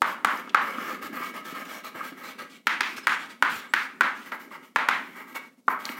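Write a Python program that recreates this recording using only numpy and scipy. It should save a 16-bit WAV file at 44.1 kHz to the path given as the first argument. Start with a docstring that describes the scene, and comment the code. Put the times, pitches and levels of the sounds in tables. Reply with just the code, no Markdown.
"""Chalk on a classroom blackboard

Chalk writes a line of words on a wall blackboard in a bare room, a few metres from one microphone.
Each hard tap is a short contact force that rings a board mode, with close echoes and reverberation.
Between taps the chalk drags by stick and slip: one stream of tiny slips is filtered into powder hiss,
coarse grit and board murmur, while noise shaped by the heavy panel modes drums underneath.
Light touches, bumps, thin chirps and still air complete the scene."""
import sys
import numpy as np
from scipy import signal
from scipy.fft import rfft, irfft, next_fast_len
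from scipy.io import wavfile
from scipy.ndimage import uniform_filter1d

SR = 44100
rng = np.random.default_rng(int(sys.argv[2]) if len(sys.argv) > 2 else 0)


def transcribe(signal):
    """Save signal, clipped to [-1, 1], as a 16-bit WAV file at the path in sys.argv[1]."""
    frames = np.atleast_2d(signal).T
    limited = np.clip(frames, -1, 1)
    pcm = np.round(limited * 32767).astype(np.int16)
    wavfile.write(sys.argv[1], SR, pcm)


N = 264179  # samples


def amp(db):
    """Decibel definition: level to amplitude ratio."""
    return 10 ** (np.asarray(db) / 20)


def evened(x):
    """Power normalization: scales to rms 1."""
    return x / np.sqrt(np.mean(x ** 2) + 1e-20)


def unit(x):
    """Energy normalization: scales to a sum of squares of 1."""
    return x / np.sqrt(np.sum(x ** 2) + 1e-20)


def read(points, hz):
    """Logarithmic pitch scale: interpolates a table along log frequency."""
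    f, value = np.transpose(points)
    return np.interp(np.log(hz + 1), np.log(f + 1), value)


def add(mix, s, sound):
    """Superposition: adds a sound to the mix at time s."""
    part = mix[max(round(s * SR), 0):][:len(sound)]
    part += sound[:len(part)]


def colour(x, points):
    """Linear filtering: multiplies the spectrum of x by the gains of a table."""
    size = next_fast_len(len(x))
    gain = amp(read(points, np.fft.rfftfreq(size, 1 / SR)))
    return irfft(rfft(x, size) * gain, size)[:len(x)]


def resonance(f, hz, width):
    """Damped oscillator: complex response of one mode."""
    return 1j * f * width / (hz ** 2 - f ** 2 + 1j * f * width)


def ring(x, hz, width):
    """Resonant filtering: passes x through one damped mode."""
    b, a = signal.iirpeak(hz, hz / width, fs=SR)
    return signal.lfilter(b, a, x)


def burst(length, size=4096):
    """Exponential decay: a cluster of fractures with time constant length in seconds."""
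    return rng.standard_normal(size) * np.exp(-np.arange(size) / SR / length)


def causal(points, size=4096):
    """Minimum phase: a damped body with the given spectrum is silent before the blow."""
    log_gain = np.log(amp(read(points, abs(np.fft.fftfreq(size, 1 / SR)))))
    return np.exp(np.conj(signal.hilbert(log_gain)))[:size // 2 + 1]


# chalk landing on the board: (time [s], relative energy [dB], ring frequency [Hz],
# direct ring width [Hz], contact hardness as corner frequency [Hz], first echo delay [ms],
# second echo delay [ms], tip crunch relative to the tap [dB], room send [dB])
TAPS = [(0.0193, 11.5, 1220, 364, 2940, 2.4, 3.1, -19, -1),
        (0.2473, 11.5, 1290, 364, 3200, 2.42, 3.2, -15, 0),
        (0.5461, 13, 1310, 340, 3200, 2.39, 3.44, -23, -0.5),
        (2.67, 9.5, 1560, 445, 5900, 2.24, 6.2, -13.5, 0.5),
        (2.8077, 6.5, 1680, 920, 7600, 2.33, 2.6, -12, -1),
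        (3.0703, 10.5, 1530, 354, 4570, 2.12, 2.85, -14, 1.5),
        (3.4247, 13, 1443, 374, 3180, 2.08, 2.85, -19, -1),
        (3.7374, 10.5, 1580, 350, 5430, 2.14, 2.9, -14.5, -0.5),
        (4.009, 12.5, 1465, 373, 3220, 2.055, 3.04, -19.5, 0),
        (4.7604, 10.5, 1430, 646, 2570, 2.24, 3.75, -20, 0.5),
        (4.8872, 11, 1590, 760, 2680, 2.08, 3.8, -17, 0), (5.681, 12, 1268, 227, 1230, 2.72, 3.13, -34, -4)]
# how well the struck board radiates: (frequency [Hz], gain [dB])
RADIATION = [(200, -5), (400, 0.5), (720, -1.5), (950, 3.5), (1250, 2.5), (1700, 1), (2050, 2.5),
             (2400, 2.5), (2800, -1.5), (3600, 0.5), (6000, 4), (15000, 5.5)]
# spectrum of the snapping tip: (frequency [Hz], relative level [dB])
CRUNCH_SPECTRUM = [(800, -9), (2500, 13), (4500, -16), (7000, 5.5), (11000, -1), (16000, -4.5)]


def taps(second_echo=-0.44, first_echo=1.07, spread=1.83, crunch_s=0.0019, crumbs=0.3,
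         click_echo=0.43, click_send_db=-3, thud_db=-23, size=4096):
    """Impact excitation: a short contact rings the board, two echoes comb it, and the room answers."""
    out = np.zeros(N)
    f = np.fft.rfftfreq(size, 1 / SR)
    board = causal(RADIATION)
    snap = causal(CRUNCH_SPECTRUM)
    thud = amp(thud_db) * unit(irfft(resonance(f, 301, 110)))
    for s, db, hz, width, hard_hz, first_ms, second_ms, tip_db, room_db in TAPS:
        # a softer contact lasts longer and sounds duller
        blow = board / (1 + 1j * f / hard_hz) ** 2
        first = np.exp(-2j * np.pi * f * first_ms / 1000)
        second = np.exp(-2j * np.pi * f * second_ms / 1000)
        echoes = 1 + first_echo * first + second_echo * second
        direct = unit(irfft(blow * resonance(f, hz, width) * echoes))

        # the tip gives way in one sharp snap and a few crumbs
        fractures = 1 + click_echo * first + crumbs * rfft(unit(burst(crunch_s)))
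        crunch = amp(tip_db) * unit(irfft(snap * fractures))

        # the room hears the whole panel from every side, so its ring is broader
        broad_ring = resonance(f, hz, width * spread) * resonance(f, hz, 5200)
        radiated = unit(irfft(blow * broad_ring)) + thud
        radiated = radiated + amp(tip_db + click_send_db) * unit(irfft(snap))

        add(out, s, amp(db) * (direct + crunch + thud))
        add(out, s, amp(db + room_db) * signal.fftconvolve(radiated, room()))
    return out


def slips(per_s, spread_db, smooth):
    """Stick-slip friction: random clicks of uneven size over finer crumbling."""
    clicks = (rng.random(N) < per_s / SR) * rng.choice([-1., 1.], N)
    clicks = clicks * amp(spread_db * np.minimum(rng.exponential(1, N), 4))
    judder = evened(uniform_filter1d(rng.standard_normal(N), size=400))
    crumbling = smooth * rng.standard_normal(N)
    return (evened(clicks) + crumbling) * amp(0.93 * judder)


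# one stroke for each line or loop of a letter: (start [s], length [s], relative powder hiss [dB],
# relative coarse grit [dB], relative board murmur [dB])
STROKES = [(0.052, 0.077, -53, -49, -41), (0.294, .11, -54.5, -51, -36.5), (0.423, 0.063, -74.5, -66, -47),
           (0.603, 0.16, -54, -51.5, -34), (.765, 0.15, -53.5, -50, -36), (.87, 0.087, -53, -50, -36),
           (1.01, 0.062, -51, -47.5, -36), (1.121, 0.11, -52, -52.5, -34),
           (1.223, 0.076, -53, -47.5, -39.5), (1.331, 0.058, -54.5, -50, -35),
           (1.439, 0.091, -53, -49.5, -39.5), (1.536, .09, -52.5, -49.5, -36.5),
           (1.638, .05, -59, -53, -45), (1.678, 0.11, -53.5, -48, -37.5), (1.832, 0.049, -52, -47.5, -39),
           (1.94, 0.099, -55.5, -54.5, -37.5), (2.027, 0.066, -53, -49, -39),
           (2.162, 0.088, -57.5, -57.5, -40.5), (2.231, .085, -57, -46.5, -40),
           (2.375, .055, -59, -48, -37.5), (2.487, 0.083, -69, -54, -55.5), (2.688, .05, -72, -47, -39),
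           (2.804, 0.14, -60, -49, -45), (2.956, 0.031, -55, -42, -44), (3.025, 0.029, -74, -52, -47),
           (3.079, 0.068, -70, -40.5, -36), (3.18, 0.083, -65, -48.5, -42),
           (3.285, 0.036, -63.5, -48.5, -44.5), (3.487, .11, -51.5, -42.5, -44),
           (3.617, 0.051, -71, -58, -46.5), (3.741, .11, -59, -48, -42), (4.03, 0.054, -61, -86, -33),
           (4.14, 0.11, -65, -55, -56), (4.246, 0.041, -56, -52.5, -42), (4.312, 0.038, -54.5, -56, -32),
           (4.387, 0.062, -58, -59, -47.5), (4.503, 0.06, -62, -57, -40), (4.62, 0.059, -66, -61.5, -52),
           (4.772, 0.023, -60, -61, -63), (4.902, 0.27, -66, -62.5, -53), (5.147, 0.079, -58, -58, -41),
           (5.265, 0.063, -58, -63, -48.5), (5.342, .026, -48, -44, -30), (5.405, 0.067, -71, -62.5, -55),
           (5.687, 0.039, -48, -58, -35), (5.785, 0.058, -57, -56, -44.5), (5.836, 0.1, -50, -51.5, -37),
           (5.957, .065, -51, -56, -36.5)]
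BITE_S, LIFT_S = .016, 0.019  # rise as the tip bites, time constant as it slides off
ENDS_DB = -2  # the hand is slower at both ends of a stroke than in its middle


def stroke_levels():
    """Friction envelope: each stroke bites, swells with the speed of the hand, and lifts."""
    power = np.zeros((3, N))
    for s, length, *levels in STROKES:
        t = np.arange(0, length + 10 * LIFT_S, 1 / SR)
        speed = np.sin(np.pi * np.minimum(t / length, 1))
        bite = np.minimum(t / BITE_S, 1)
        lift = np.exp(-np.maximum(t - length, 0) / LIFT_S)
        for layer, db in zip(power, levels):
            gain = bite * lift * amp(db + ENDS_DB * (1 - speed))
            add(layer, s, gain ** 2)
    return np.sqrt(power)


def shifting(x):
    """Time-varying spectrum: the tip turns and wears, so its colour drifts in patches."""
    z = signal.stft(x, nperseg=512)[2]
    patches = uniform_filter1d(rng.standard_normal(z.shape), size=6, axis=0)  # along frequency
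    patches = evened(uniform_filter1d(patches, size=12, axis=1))  # along time
    return evened(signal.istft(z * amp(2.4 * patches), nperseg=512)[1][:N])


# board modes under the dragging chalk: (frequency [Hz], width [Hz],
# relative level at the start of the line [dB], relative level at its end [dB])
BOARD_MODES = [(507, 52, -1.5, -8.5), (655, 100, -4.5, -11.5), (912, 64, -9, -2.5), (952, 29, -18.5, 0),
               (1126, 120, -6.5, -2.5), (1229, 89, 4.5, -1), (1300, 120, 2.5, -14), (1508, 89, -8, -4),
               (1590, 53, -3.5, -5), (1755, 96, -5, -13.5), (1954, 150, -12, -2), (2159, 160, -11, -9),
               (2270, 130, -10, -19), (2980, 260, -11, -16)]
# powder hiss spectrum: (frequency [Hz], relative level [dB])
POWDER_SPECTRUM = [(4000, -11), (7000, -8), (9000, -8.5), (11000, -2.5), (12500, 3), (14200, 3),
                   (16000, -1)]
# coarse grit spectrum: (frequency [Hz], relative level [dB])
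GRIT_SPECTRUM = [(1200, -2), (2400, 6.5), (3300, 3), (4500, -1.5), (6200, -6), (7500, -8), (9500, -12.5),
                 (13000, -25.5)]


def dragging(wander_db=2.5):
    """Modal excitation by friction: one stream of slips becomes powder hiss, grit and board murmur."""
    powder, grit, murmur = stroke_levels()
    force = slips(per_s=3500, spread_db=2.0, smooth=0.77)
    board = np.zeros(N)
    place = np.linspace(0, 1, N)  # along the line of writing
    for hz, width, start_db, end_db in BOARD_MODES:
        # the chalk crosses the nodes of each mode: slowly along the line, quickly within a letter
        loops = np.interp(place, np.linspace(0, 1, 50), rng.standard_normal(50))
        coupling = amp(start_db + (end_db - start_db) * place + wander_db * loops)
        # bending waves reach each mode at their own moment
        arriving = np.roll(force, rng.integers(300))
        board += ring(coupling * arriving, hz, width)
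    # overall board tilt: (frequency [Hz], gain [dB])
    board = colour(board, [(100, -19.5), (420, -5.5), (600, -0.5), (2150, 1),
                           (2400, -4.0), (4000, -14.0), (9000, -22.0)])
    hiss = amp(1.5) * powder * shifting(colour(force, POWDER_SPECTRUM))
    scrape = amp(1.5) * grit * shifting(colour(force, GRIT_SPECTRUM))
    return hiss + scrape + amp(-1.5) * murmur * evened(board)


# weight of the hand resting on the panel, as its drumming: (time [s], level [dB])
LEAN = [(0, -53.5), (1.1, -44.5), (1.75, -54.5), (2.35, -54.5), (2.64, -62), (2.85, -52), (3.4, -58),
        (4.5, -52), (4.7, -60.5), (5, -53.5), (5.4, -55), (5.62, -65.5), (5.75, -54)]
# heavy panel modes: (frequency [Hz], relative level [dB])
PANEL_SPECTRUM = [(30, -17), (80, -19.5), (120, -34.5), (150, -18), (170, -9), (215, -2.5), (265, 1),
                  (320, -5.5), (400, -5), (480, -18), (700, -27), (1500, -58.5)]
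DRAG_SHAKE_DB = -16  # drumming relative to a stroke's tabled murmur level
TAP_SHAKE_DB, SHAKE_T60_S = -56, .5  # drumming relative to a tap's energy, and its decay time


def drumming():
    """Addition of powers: resting hand, strokes and taps each shake the slow, heavy panel modes."""
    t = np.arange(N) / SR
    leaning = amp(np.interp(t, *np.transpose(LEAN)))
    dragged = amp(DRAG_SHAKE_DB) * stroke_levels()[-1]
    power = leaning ** 2 + dragged ** 2
    for s, db, *_ in TAPS:
        add(power, s, amp(db + TAP_SHAKE_DB - 60 * t[:SR] / SHAKE_T60_S) ** 2)
    shaking = slips(per_s=330, spread_db=3.0, smooth=0.77)
    return np.sqrt(power) * evened(colour(shaking, PANEL_SPECTRUM))


# light touches and chips of chalk: (time [s], energy [dB], ring frequency [Hz],
# ring width [Hz], burst time constant [s])
TOUCHES = [(0.374, -24, 5200, 2500, 0.0025), (0.474, -13.5, 1220, 600, 0.0076),
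           (.494, -16, 2680, 1400, 0.006), (.784, -5.5, 1220, 296, 0.006), (2.006, -4.5, 1240, 200, 0.0088),
           (2.124, -23, 1170, 909, 0.0046), (2.98, -8.5, 1490, 700, .006), (4.319, -4, 1300, 780, 0.008),
           (5.36, -15.5, 1670, 886, .007), (5.854, -6, 5120, 2300, 0.0013), (5.891, -7, 2150, 1080, 0.0015)]


def touches():
    """Resonant filtering: short fracture bursts pass through two damped modes at one frequency."""
    out = np.zeros(N)
    for s, db, hz, width, length in TOUCHES:
        touch = ring(ring(burst(length), hz, width), hz, 2 * width)
        add(out, s, amp(db) * unit(touch))
    return out


# the hand bumping the panel: (time [s], relative energy [dB])
BUMPS = [(0.781, -6), (1.126, -7), (1.525, -8), (1.95, -9), (2.119, -9.5), (5.893, -4.5)]


def bumps():
    """Low-mode excitation: a soft, dull burst drives two broad low modes."""
    out = np.zeros(N)
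    for s, db in BUMPS:
        bump = ring(ring(burst(0.0063), 270, 140), 230, 280)
        add(out, s, amp(db - 5.5) * unit(bump))
    return out


# thin high chirps: (time [s], length [s], start frequency [Hz], end frequency [Hz], peak level [dB])
CHIRPS = [(3.023, 0.033, 5120, 5070, -46), (3.677, 0.063, 7100, 8370, -56.5)]


def chirps():
    """Frequency modulation: phase is the running integral of a gliding frequency."""
    out = np.zeros(N)
    for s, length, start_hz, end_hz, db in CHIRPS:
        hz = np.linspace(start_hz, end_hz, int(length * SR))
        tone = np.sin(2 * np.pi * np.cumsum(hz) / SR)
        add(out, s, amp(db) * np.hanning(len(hz)) * tone)
    return out


# spectrum of the diffuse tail: (frequency [Hz], relative level [dB])
ROOM_COLOUR = [(100, -10.5), (250, -3), (500, -4), (1000, -2.5), (1500, -0.5), (2200, 0), (4000, -0.5),
               (8000, -9), (15000, -5.5)]
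# classroom decay: (frequency [Hz], time to fall 60 dB [s])
ROOM_T60 = [(150, 0.67), (500, 0.57), (1200, 0.41), (2500, 0.42), (5000, 0.36), (9000, 0.5), (15000, 0.28)]
# build-up of the room's answer: (time [s], relative level [dB])
BUILD_UP = [(0, 0.5), (.007, -3), (.02, -4), (.024, 1.5), (.06, 4.5), (.12, 4)]
# early reflections from the writer, floor and walls: (delay [s], relative level [dB])
REFLECTIONS = [(.0072, -38), (.0094, -14), (0.012, -18), (0.0152, -19.5), (0.025, -18)]


def room():
    """Reverberation: early reflections plus a diffuse tail that decays at its own rate in each band."""
    t = np.arange(SR * 3 // 4) / SR
    hz, frame_s, z = signal.stft(rng.choice([-1., 1.], len(t)), SR, nperseg=256)
    decay_db = 60 * frame_s / read(ROOM_T60, hz)[:, None]
    z = z * amp(read(ROOM_COLOUR, hz)[:, None] - decay_db)
    tail = signal.istft(z, SR, nperseg=256)[1][:len(t)]
    tail = tail * amp(np.interp(t, *np.transpose(BUILD_UP)) - 32)
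    for s, db in REFLECTIONS:
        add(tail, s, amp([db]))
    return tail


# still air of the room: (frequency [Hz], relative level [dB])
AIR_SPECTRUM = [(30, -23), (100, -28.5), (160, -13.5), (260, 2), (330, -24), (500, -14), (1000, -27.5),
                (2000, -36), (4000, -30), (15500, -36)]
AIR_DB = -57  # rms


def still_air():
    """Stationary random noise: a steady background with a fixed spectrum."""
    return amp(AIR_DB) * evened(colour(rng.standard_normal(N), AIR_SPECTRUM))


def scene():
    """Superposition: taps, writing with its reverberation, drumming and still air."""
    writing = dragging() + touches() + bumps() + chirps()
    wet = signal.fftconvolve(writing, room())[:N]
    return (taps() + writing + amp(-7.0) * wet + drumming() + still_air())[None]


EDGE_HZ = 15950  # upper band limit


def record(dry, low_cut_hz=120, gate_db=-50.0, depth=1.0):
    """Band limiting and expansion: bass cut, a mild gate on quiet passages, then a treble limit."""
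    x = signal.sosfilt(signal.butter(3, low_cut_hz, "highpass", fs=SR, output="sos"), dry)
    power_db = 10 * np.log10(abs(uniform_filter1d(x ** 2, size=1100)) + 1e-12)
    # depth: dB of attenuation per dB below the gate, over at most 8 dB
    x = x * amp(-depth * np.clip(gate_db - power_db, 0, 8))
    lowpass = signal.firwin(401, EDGE_HZ, window=("kaiser", 9), fs=SR)
    return signal.oaconvolve(x, lowpass[None], "same")


dry = scene()
out = record(dry)
transcribe(out)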